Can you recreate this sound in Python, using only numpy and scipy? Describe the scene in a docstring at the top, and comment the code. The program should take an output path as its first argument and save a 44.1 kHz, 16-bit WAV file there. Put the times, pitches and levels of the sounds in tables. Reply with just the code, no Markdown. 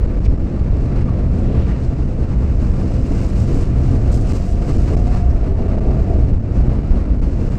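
"""Inside a subway car rolling over a steel girder bridge.
The floor rumbles on its springs, the cabin air booms, and the wheels roar through the car body.
Rippled rail howls on one span; dips in the rail set body and girders ringing.
The rail rushes, short swells of noise stand out, and air hisses and spurts at the door seal.
Now and then a buffet of air pins the microphone and cuts the sound for a few milliseconds."""
import sys
import numpy as np
from scipy import signal
from scipy.fft import rfft, irfft, next_fast_len
from scipy.io import wavfile
from scipy.ndimage import uniform_filter1d

SR = 44100
rng = np.random.default_rng(int(sys.argv[2]) if len(sys.argv) > 2 else 0)


def materialize(psi):
    """Save the field psi as 16-bit PCM at rate SR to the path in sys.argv[1].

    A 1-D psi becomes a single channel; in a 2-D psi each row is a channel.
    """
    bounded = np.clip(np.atleast_2d(psi).T, -1, 1)
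    quanta = np.round(bounded * 32767).astype(np.int16)
    wavfile.write(sys.argv[1], SR, quanta)


N = 334278
TIME_S = np.arange(N) / SR
FFT_SIZE = next_fast_len(N, real=True)
FREQ_HZ = np.maximum(np.fft.rfftfreq(FFT_SIZE, 1 / SR), 1)


def from_db(db):
    """Decibels to gain."""
    return 10 ** (np.asarray(db) / 20)


def curves(rows):
    """One per-sample curve for each column after time_s."""
    time_s, *columns = np.transpose(rows)
    return [np.interp(TIME_S, time_s, column) for column in columns]


def swells(rows, sigma_s):
    """One track of Gaussian swells for each column after centre_s."""
    centre_s, *columns = np.transpose(rows)
    bells = np.exp(-0.5 * np.minimum(((TIME_S - centre_s[:, None]) / sigma_s) ** 2, 100))
    return [heights @ bells for heights in columns]


def spectrum(points):
    """Response through (freq_hz, level_db) points, steep beyond both ends."""
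    freq_hz, level_db = np.transpose(points)
    skirts = np.minimum(1, np.minimum(FREQ_HZ / freq_hz[0], freq_hz[-1] / FREQ_HZ)) ** 6
    return skirts * from_db(np.interp(np.log(FREQ_HZ), np.log(freq_hz), level_db))


def resonances(modes):
    """Response of steep-sided resonances, summed in power."""
    power = 0
    for freq_hz, width_hz, level_db in modes:
        detuning = (FREQ_HZ - freq_hz ** 2 / FREQ_HZ) / (2 * width_hz)
        power += (from_db(level_db) / (1 + 2 * detuning ** 2)) ** 2
    return np.sqrt(power)


def lowpass(corner_hz, order=2):
    """Low-pass response, half gain at the corner."""
    return 1 / (1 + (FREQ_HZ / corner_hz) ** order)


def shaped(x, response):
    """Filter by a frequency response."""
    return irfft(rfft(x, FFT_SIZE) * response, FFT_SIZE)[:N]


def noise(response):
    """Filtered Gaussian noise, rms 1."""
    x = shaped(rng.standard_normal(FFT_SIZE), response)
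    return x / np.sqrt(np.mean(x ** 2) + 1e-20)


def steady_noise(response, span_s):
    """Filtered noise with swells slower than span_s evened out, rms near 1."""
    x = noise(response)
    size = int(span_s * SR)
    power = uniform_filter1d(uniform_filter1d(x ** 2, size), size)
    return x / np.sqrt(power + 1e-12)


def flutter(rate_hz, depth_db):
    """Randomly wavering gain; depth_db is rms."""
    return from_db(depth_db * noise(lowpass(rate_hz)))


# freq_hz, level_db
RUMBLE_SPECTRUM = [(7, -13), (16, -2), (25, 5), (42, 1), (56, 6), (70, 0.5), (82, -3), (92, -13.5)]
# time_s, level_db
RUMBLE_LEVELS = [(0.0, -15), (0.25, -18), (1.7, -18), (2.1, -19), (2.55, -15.5), (3.0, -17), (4.0, -16),
                 (4.6, -19.5), (5.3, -13), (5.7, -19), (6.0, -14.5), (6.35, -15.5), (6.48, -24.5),
                 (6.7, -20.5), (7.0, -15), (7.55, -18.5)]

def floor_rumble(jolt_db):
    """The car floor heaves on its springs."""
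    level_db, = curves(RUMBLE_LEVELS)
    return from_db(level_db + jolt_db + 1.25) * steady_noise(spectrum(RUMBLE_SPECTRUM), span_s=0.18)


# freq_hz, level_db
BOOM_SPECTRUM = [(78, 1), (88, 0.5), (98, 0.5), (116, 0.5), (135, -1), (155, -13.5)]
# time_s, level_db
BOOM_LEVELS = [(0.0, -20), (0.25, -32.5), (0.5, -28), (1.0, -19), (1.6, -19.5), (1.8, -22), (2.12, -23.5),
               (2.4, -20.5), (3.25, -26), (3.9, -16), (4.25, -21), (4.45, -25), (4.9, -19), (5.5, -26.5),
               (6.0, -22), (6.3, -18), (6.47, -21.5), (6.7, -17.5), (7.05, -30.5), (7.55, -21.5)]

def cabin_boom(jolt_db):
    """The cabin air booms in its lowest standing waves."""
    level_db, = curves(BOOM_LEVELS)
    boom = steady_noise(spectrum(BOOM_SPECTRUM), span_s=0.05)
    return from_db(level_db + jolt_db + 0.86) * boom * flutter(rate_hz=11, depth_db=0.1)


# centre_s, rumble_change_db, boom_change_db
JOLTS = [(0.28, 10, 12.5), (0.71, 3, 5.5), (1.59, 1.5, 2.5), (2.84, -1, 2), (2.99, -5, 6.5), (3.19, -2, 5),
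         (3.43, -5, 10.5), (4.11, 2.5, 2), (4.55, 5, -7), (4.78, 5.5, -2.5), (5.69, 2, 6), (5.95, 1, 2),
         (6.59, 12, -1.5), (6.92, 3.5, -2)]

def track_jolts():
    """Uneven track jolts the car: brief dB changes for rumble and boom."""
    return swells(JOLTS, sigma_s=0.035)


# freq_hz, level_db
ROAR_SPECTRUM = [(110, -8), (150, -1.5), (195, 2), (220, -2), (255, -2), (300, -6), (400, -11), (490, -14),
                 (570, -14.5), (700, -18.5), (900, -39.5)]
# freq_hz, width_hz, level_db
BODY_MODES = [(185.5, 10.7, 4), (241.9, 12.2, 2), (276, 7.2, 2), (340.3, 9.9, -2), (466.6, 74, -10.5)]
# time_s, roar_db, rush_db
TRACK_ROUGHNESS = [(0.0, -26.5, -44.5), (0.45, -25, -48), (0.95, -23.5, -43), (1.3, -23.0, -45.5),
                   (1.45, -22, -45), (1.72, -23.5, -43), (2.05, -26, -47), (2.4, -23.5, -44.5),
                   (3.0, -24, -45), (3.55, -23.5, -44), (3.95, -24, -44), (4.4, -23.5, -45.5),
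                   (5.1, -24.5, -45.5), (5.55, -24.5, -44), (5.9, -23, -43.5), (6.25, -24.5, -45),
                   (6.42, -26, -48), (6.65, -24, -44), (7.15, -25.5, -48), (7.55, -24.5, -45.5)]

def wheel_roar(jolt_db):
    """Rail roughness shakes the bogies; the car's panels ring with it."""
    roar_db, _ = curves(TRACK_ROUGHNESS)
    bogies = spectrum(ROAR_SPECTRUM)
    panels = resonances(BODY_MODES)
    panel_gain = from_db(-5.5) * np.linalg.norm(bogies) / np.linalg.norm(panels)
    shaking = steady_noise(np.hypot(bogies, panel_gain * panels), span_s=0.12)   # powers add
    return from_db(roar_db + jolt_db) * shaking * flutter(rate_hz=28, depth_db=0.9)


# time_s, howl_db, girder_db
HOWL_LEVELS = [(0, -46, -55), (1, -42, -41), (1.5, -47, -42.5), (2.1, -41.5, -42.5), (3, -43.5, -43),
               (3.7, -39, -41), (4.3, -39.5, -36.5), (4.55, -35, -44), (4.8, -37, -44.5),
               (5.05, -33.5, -40), (5.23, -31.5, -40), (5.38, -35.5, -37.5), (5.47, -33, -35),
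               (5.6, -37, -32.5), (5.78, -30.5, -36), (5.9, -41, -28.5), (6.0, -41, -31.5),
               (6.12, -37, -40), (6.25, -38, -34.5), (6.42, -42, -44), (6.72, -37, -35.5), (7, -53, -47),
               (7.58, -39, -53)]
# time_s, pitch_hz
HOWL_PITCH = [(0, 660), (3.3, 680), (4.0, 705), (4.6, 695), (4.95, 712), (5.13, 720), (5.22, 698),
              (5.32, 686), (5.47, 670), (5.62, 668), (5.78, 652), (5.92, 630), (6.1, 690), (6.7, 690)]
# freq_hz, width_hz, level_db
GIRDER_MODES = [(345, 55, -2.5), (402, 55, 0.5), (507, 28, -7), (633, 63, -3), (727, 32, -7),
                (843, 70, -17)]

def rail_howl():
    """Rippled rail howls at speed over ripple length; the steel girders ring along."""
    howl_db, girder_db = curves(HOWL_LEVELS)
    pitch_hz, = curves(HOWL_PITCH)
    phase = 2 * np.pi * np.cumsum(pitch_hz) / SR
    spread = lowpass(corner_hz=14)
    howl = noise(spread) * np.cos(phase) + noise(spread) * np.sin(phase)
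    size = int(0.06 * SR)   # even out swells slower than 60 ms
    howl /= np.sqrt(uniform_filter1d(uniform_filter1d(howl ** 2, size), size) + 1e-12)
    girders = steady_noise(resonances(GIRDER_MODES), span_s=0.28)
    fade = from_db(0.5 * (howl_db - howl_db.max()))   # both sink away from the open span
    return fade * (from_db(howl_db - 3.5) * howl + from_db(girder_db + 4.5) * girders)


# start_s, body_db, girder_db
BUMPS = [(1.36, -25, -37), (1.491, -19.5, -33.5), (2.77, -23.5, -37), (3.54, -20.5, -48),
         (3.79, -22.5, -43), (3.92, -24, -30), (4.16, -24, -48), (4.66, -28, -41), (4.915, -26, -27.5),
         (6.084, -30, -29), (6.919, -25.5, -32.5), (7.36, -32, -42)]

def wheel_bumps(rise_s, t60_s):
    """Wheels hit dips in the rail; each soft blow rings car body and girders."""
    body_gain, girder_gain = np.zeros((2, N))
    for start_s, body_db, girder_db in BUMPS:
        age_s = np.maximum(TIME_S - start_s, 0)
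        envelope = from_db(-60 * age_s / t60_s) * (1 - np.exp(-age_s / rise_s))
        body_gain += from_db(body_db + 1) * envelope
        girder_gain += from_db(girder_db + 5.5) * envelope
    body = steady_noise(resonances(BODY_MODES), span_s=0.034)
    girders = steady_noise(resonances(GIRDER_MODES), span_s=0.038)
    return body_gain * body + girder_gain * girders


# freq_hz, level_db
RUSH_SPECTRUM = [(500, -25.5), (800, 3.5), (950, 1), (1300, -1.5), (1700, -6), (2200, -8), (2750, -12.5),
                 (3000, -17.5), (3250, -21), (4500, -19)]
# freq_hz, width_hz, level_db
WHEEL_MODES = [(1167, 17, 0.5), (1372, 19, -5.5)]

def rail_rush(puff_db):
    """The contact patches rush; the wheel discs sing faintly."""
    _, rush_db = curves(TRACK_ROUGHNESS)
    contact = noise(spectrum(RUSH_SPECTRUM))
    discs = from_db(-12) * noise(resonances(WHEEL_MODES))
    return from_db(rush_db + puff_db + 1.17) * (contact + discs)


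# centre_s, sigma_s, freq_hz, width_hz, level_db
ACCENTS = [(0.264, 0.0085, 2400, 600, -43), (0.254, 0.0082, 4860, 2600, -48),
           (0.277, 0.035, 5400, 220, -60), (1.095, 0.02, 1160, 80, -38.5), (1.6, 0.12, 2570, 1500, -51),
           (1.722, 0.038, 1900, 250, -48.5), (1.726, 0.011, 2830, 197, -51),
           (5.31, 0.0083, 5430, 900, -53.5), (6.11, 0.028, 684, 55, -33), (6.557, .025, 5500, 2000, -58),
           (6.69, 0.004, 1200, 1100, -37)]

def brief_accents():
    """Short swells of band noise: scuffs, a clank, a broad rush and a flare of the howl."""
    wall = lowpass(corner_hz=9600, order=16)
    sound = np.zeros(N)
    for centre_s, sigma_s, freq_hz, width_hz, level_db in ACCENTS:
        envelope = np.exp(-0.5 * ((TIME_S - centre_s) / sigma_s) ** 2)
        sound += from_db(level_db) * envelope * noise(wall * resonances([(freq_hz, width_hz, 0)]))
    return sound


# freq_hz, level_db
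HISS_SPECTRUM = [(1500, -7.5), (2800, 3.5), (3300, -6.5), (3800, -4.5), (4400, -1), (4700, -3), (5050, 0),
                 (5600, -2.5), (8100, -6), (9100, -13.5), (9900, -21), (13000, -24), (14300, -27),
                 (16000, -31)]
# time_s, level_db
DRAUGHT_LEVELS = [(0.0, -56.5), (0.55, -57), (0.9, -56), (1.2, -56), (1.65, -55), (2.15, -55), (2.9, -51.5),
                  (3.2, -49.5), (3.42, -50), (3.62, -47.5), (3.74, -54), (3.83, -50), (4.04, -51),
                  (4.25, -50), (4.4, -49.5), (4.58, -52), (4.8, -48.5), (5.04, -51.5), (5.17, -48),
                  (5.28, -55), (6.25, -54.5), (6.44, -59), (6.6, -55), (7.0, -57.5), (7.12, -58.5),
                  (7.25, -54), (7.55, -53)]

def door_hiss(puff_db):
    """Air leaks past the door seal; stronger flow is louder and brighter."""
    draught_db, = curves(DRAUGHT_LEVELS)
    hiss = noise(spectrum(HISS_SPECTRUM))
    treble = signal.sosfiltfilt(signal.butter(1, 6500, "high", fs=SR, output="sos"), hiss)
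    treble_db = 0.63 * (draught_db - draught_db.mean()) + 0.35 * puff_db - 0.2
    leak = hiss - treble + from_db(treble_db) * treble
    return from_db(draught_db + puff_db - 0.2) * leak * flutter(rate_hz=54, depth_db=0.3)


# centre_s, rush_change_db, hiss_change_db
PUFFS = [(.83, -1, 2.5), (.99, 2, 2), (1.39, 1.5, 3), (1.56, 1.5, 1), (1.69, 0.5, 2), (1.85, 0, 4.5),
         (3.21, 3.5, 1.5), (3.61, 2.5, -2), (4.16, 2.5, -8), (4.35, 3.5, 5), (4.69, 3, 3), (4.89, 4, 1),
         (5.15, 6, -0.5), (6.75, 1.5, 1), (6.99, 2.5, 3), (7.26, 1.5, 0)]

def seal_puffs():
    """The door seal gives and lets the outside in: brief dB changes for rush and hiss."""
    return swells(PUFFS, sigma_s=0.039)


# freq_hz, level_db
JET_SPECTRUM = [(2800, -6), (4300, -3.5), (5100, 1), (6500, -2), (8200, -0.5), (9200, -11), (10000, -16),
                (13500, -19), (15500, -29)]
# start_s, length_s, level_db
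JETS = [(3.202, 0.1, -54), (3.357, 0.083, -51.5), (3.538, 0.086, -53), (4.112, 0.065, -45),
        (4.192, 0.033, -51), (4.28, 0.089, -49.5), (4.448, 0.079, -52)]

def seal_jets(attack_s, release_s):
    """The seal flaps open; a bright jet of air sputters through and dies quickly."""
    flow = np.zeros(N)
    for start_s, length_s, level_db in JETS:
        age_s = np.maximum(TIME_S - start_s, 0)
        opening = 1 - np.exp(-age_s / attack_s)
        closing = np.exp(-np.maximum(age_s - length_s, 0) / release_s)
        flow += from_db(level_db) * opening * closing
    return flow * noise(spectrum(JET_SPECTRUM)) * flutter(rate_hz=60, depth_db=2.0)


# centre_s, length_ms, signed_push
BUFFETS = [(0.0692, 6.1, -0.23), (.1615, 2.6, 0.049), (0.1988, 7.3, -.4), (0.2106, 3.3, -.2),
           (0.2741, 5.9, 0.00042), (0.2991, 2.7, -0.2), (.3311, 2.8, -0.36), (0.3682, 5.9, -0.028),
           (0.3901, 6.4, -.35), (0.431, 2.4, 0.33), (0.6143, 1.7, .3), (2.8488, 3.2, -.5),
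           (3.0201, 3.1, 0.033), (3.0349, 3.1, 0.44), (3.2102, 4.1, 0.48), (3.5425, 2, .45),
           (3.647, 1.8, 0.02), (4.1696, 3.6, -0.6), (4.198, 2.2, 0.14), (4.207, 2.8, 0.43),
           (4.3293, 6.9, 0.61), (4.3775, 1.4, -0.22), (4.4057, 2.3, 0.17), (4.5509, 3.8, .35),
           (4.7265, 3.4, 0.39), (4.7783, 5.4, 0.68), (4.96, 10.9, -0.8), (5.1545, 4.4, 0.4),
           (5.5625, 2.8, 0.0062), (5.6775, 4.6, -0.049), (5.7643, 5.8, -0.19), (5.772, 2.4, -.15),
           (5.8016, 7.6, 0.4), (5.9641, 2, -0.55), (6.1825, 2.75, -0.38), (6.2044, 3.3, 0.24),
           (6.326, 4.8, -0.4), (6.3554, 4.7, .15), (6.386, 4.2, -0.2), (6.3912, 4.2, 0.12),
           (6.4187, 5.4, 0.2), (6.6883, 8.5, 0.61), (6.7782, 2.4, -.1), (6.7829, 2.7, -.15),
           (6.8277, 3.3, 0.26), (7.0484, 4.5, -0.071), (7.1779, 3.7, -0.27), (7.2096, 10, 0.33),
           (7.422, 2.9, -0.39), (7.4967, 4.9, -0.23)]

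def mic_buffets(x, depth_db, edge_s, travel_s, low_cut_hz):
    """Air pins the diaphragm: the sound cuts out, sags to zero and returns with a soft pop."""
    freedom, shove = np.ones(N), np.zeros(N)
    for centre_s, length_ms, push in BUFFETS:
        near = np.abs(TIME_S - centre_s) < 0.02
        offset_s = TIME_S[near] - centre_s
        outside_s = np.abs(offset_s) - length_ms / 2000   # negative while pinned
        pinned = 0.5 * (1 - np.tanh(0.5 * outside_s / edge_s))
        freedom[near] *= 1 - (1 - from_db(depth_db)) * pinned
        speed = np.sin(np.pi * np.clip(outside_s / travel_s, 0, 1))
        shove[near] -= push * np.sign(offset_s) * speed * 2 / (travel_s * SR)
    sag = [1, -np.exp(-2 * np.pi * low_cut_hz / SR)]
    motion = signal.lfilter(sag, [1], x)
    return signal.lfilter([1], sag, motion * freedom + shove)


def crest_crackle(x, threshold, max_db):
    """The tallest crests of the rumble each leave a tiny tick."""
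    mid = x.mean(axis=0)
    crests, _ = signal.find_peaks(np.abs(mid), height=threshold, distance=SR // 100)
    ticks = np.zeros(N)
    ticks[crests] = np.sign(mid[crests])
    return from_db(max_db) * ticks * rng.random(N)


# freq_hz, side_re_mid_db
STEREO_WIDTH = [(20, -51), (250, -63), (1000, -41.5), (5000, -35), (15000, -32)]

def stereo(mid):
    """The two channels differ very slightly, by a faint wavering side."""
    waver = noise(lowpass(corner_hz=15))
    side = shaped(mid * waver, spectrum(STEREO_WIDTH))
    return np.array([mid + side, mid - side])


def scene():
    """Car, bridge and door seal, mixed almost to mono."""
    jolt_rumble_db, jolt_boom_db = track_jolts()
    puff_rush_db, puff_hiss_db = seal_puffs()
    low = floor_rumble(jolt_rumble_db) + cabin_boom(jolt_boom_db)
    high = (rail_rush(puff_rush_db) + door_hiss(puff_hiss_db)) * flutter(rate_hz=68, depth_db=0.97)
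    roar = wheel_roar(0.13 * jolt_boom_db)
    rough_patches = flutter(rate_hz=12, depth_db=1.05)
    mix = low + (roar + high) * rough_patches + rail_howl()
    mix += wheel_bumps(rise_s=0.011, t60_s=0.34)
    mix += brief_accents()
    mix += seal_jets(attack_s=0.0044, release_s=0.013)
    return stereo(mix)


def record(dry):
    """Buffeted microphone, soft clipping, crackle and a 15.8 kHz low-pass."""
    sound = mic_buffets(dry, depth_db=-30, edge_s=0.00009, travel_s=0.0023, low_cut_hz=52)
    clipped = sound / (1 + (sound / 0.95) ** 8) ** (1 / 8)
    ticks = crest_crackle(sound, threshold=0.42, max_db=-47)
    top_cut = signal.ellip(10, 0.1, 80, 15800, fs=SR, output="sos")
    return signal.sosfilt(top_cut, clipped + ticks)


dry = scene()
out = record(dry)
materialize(out)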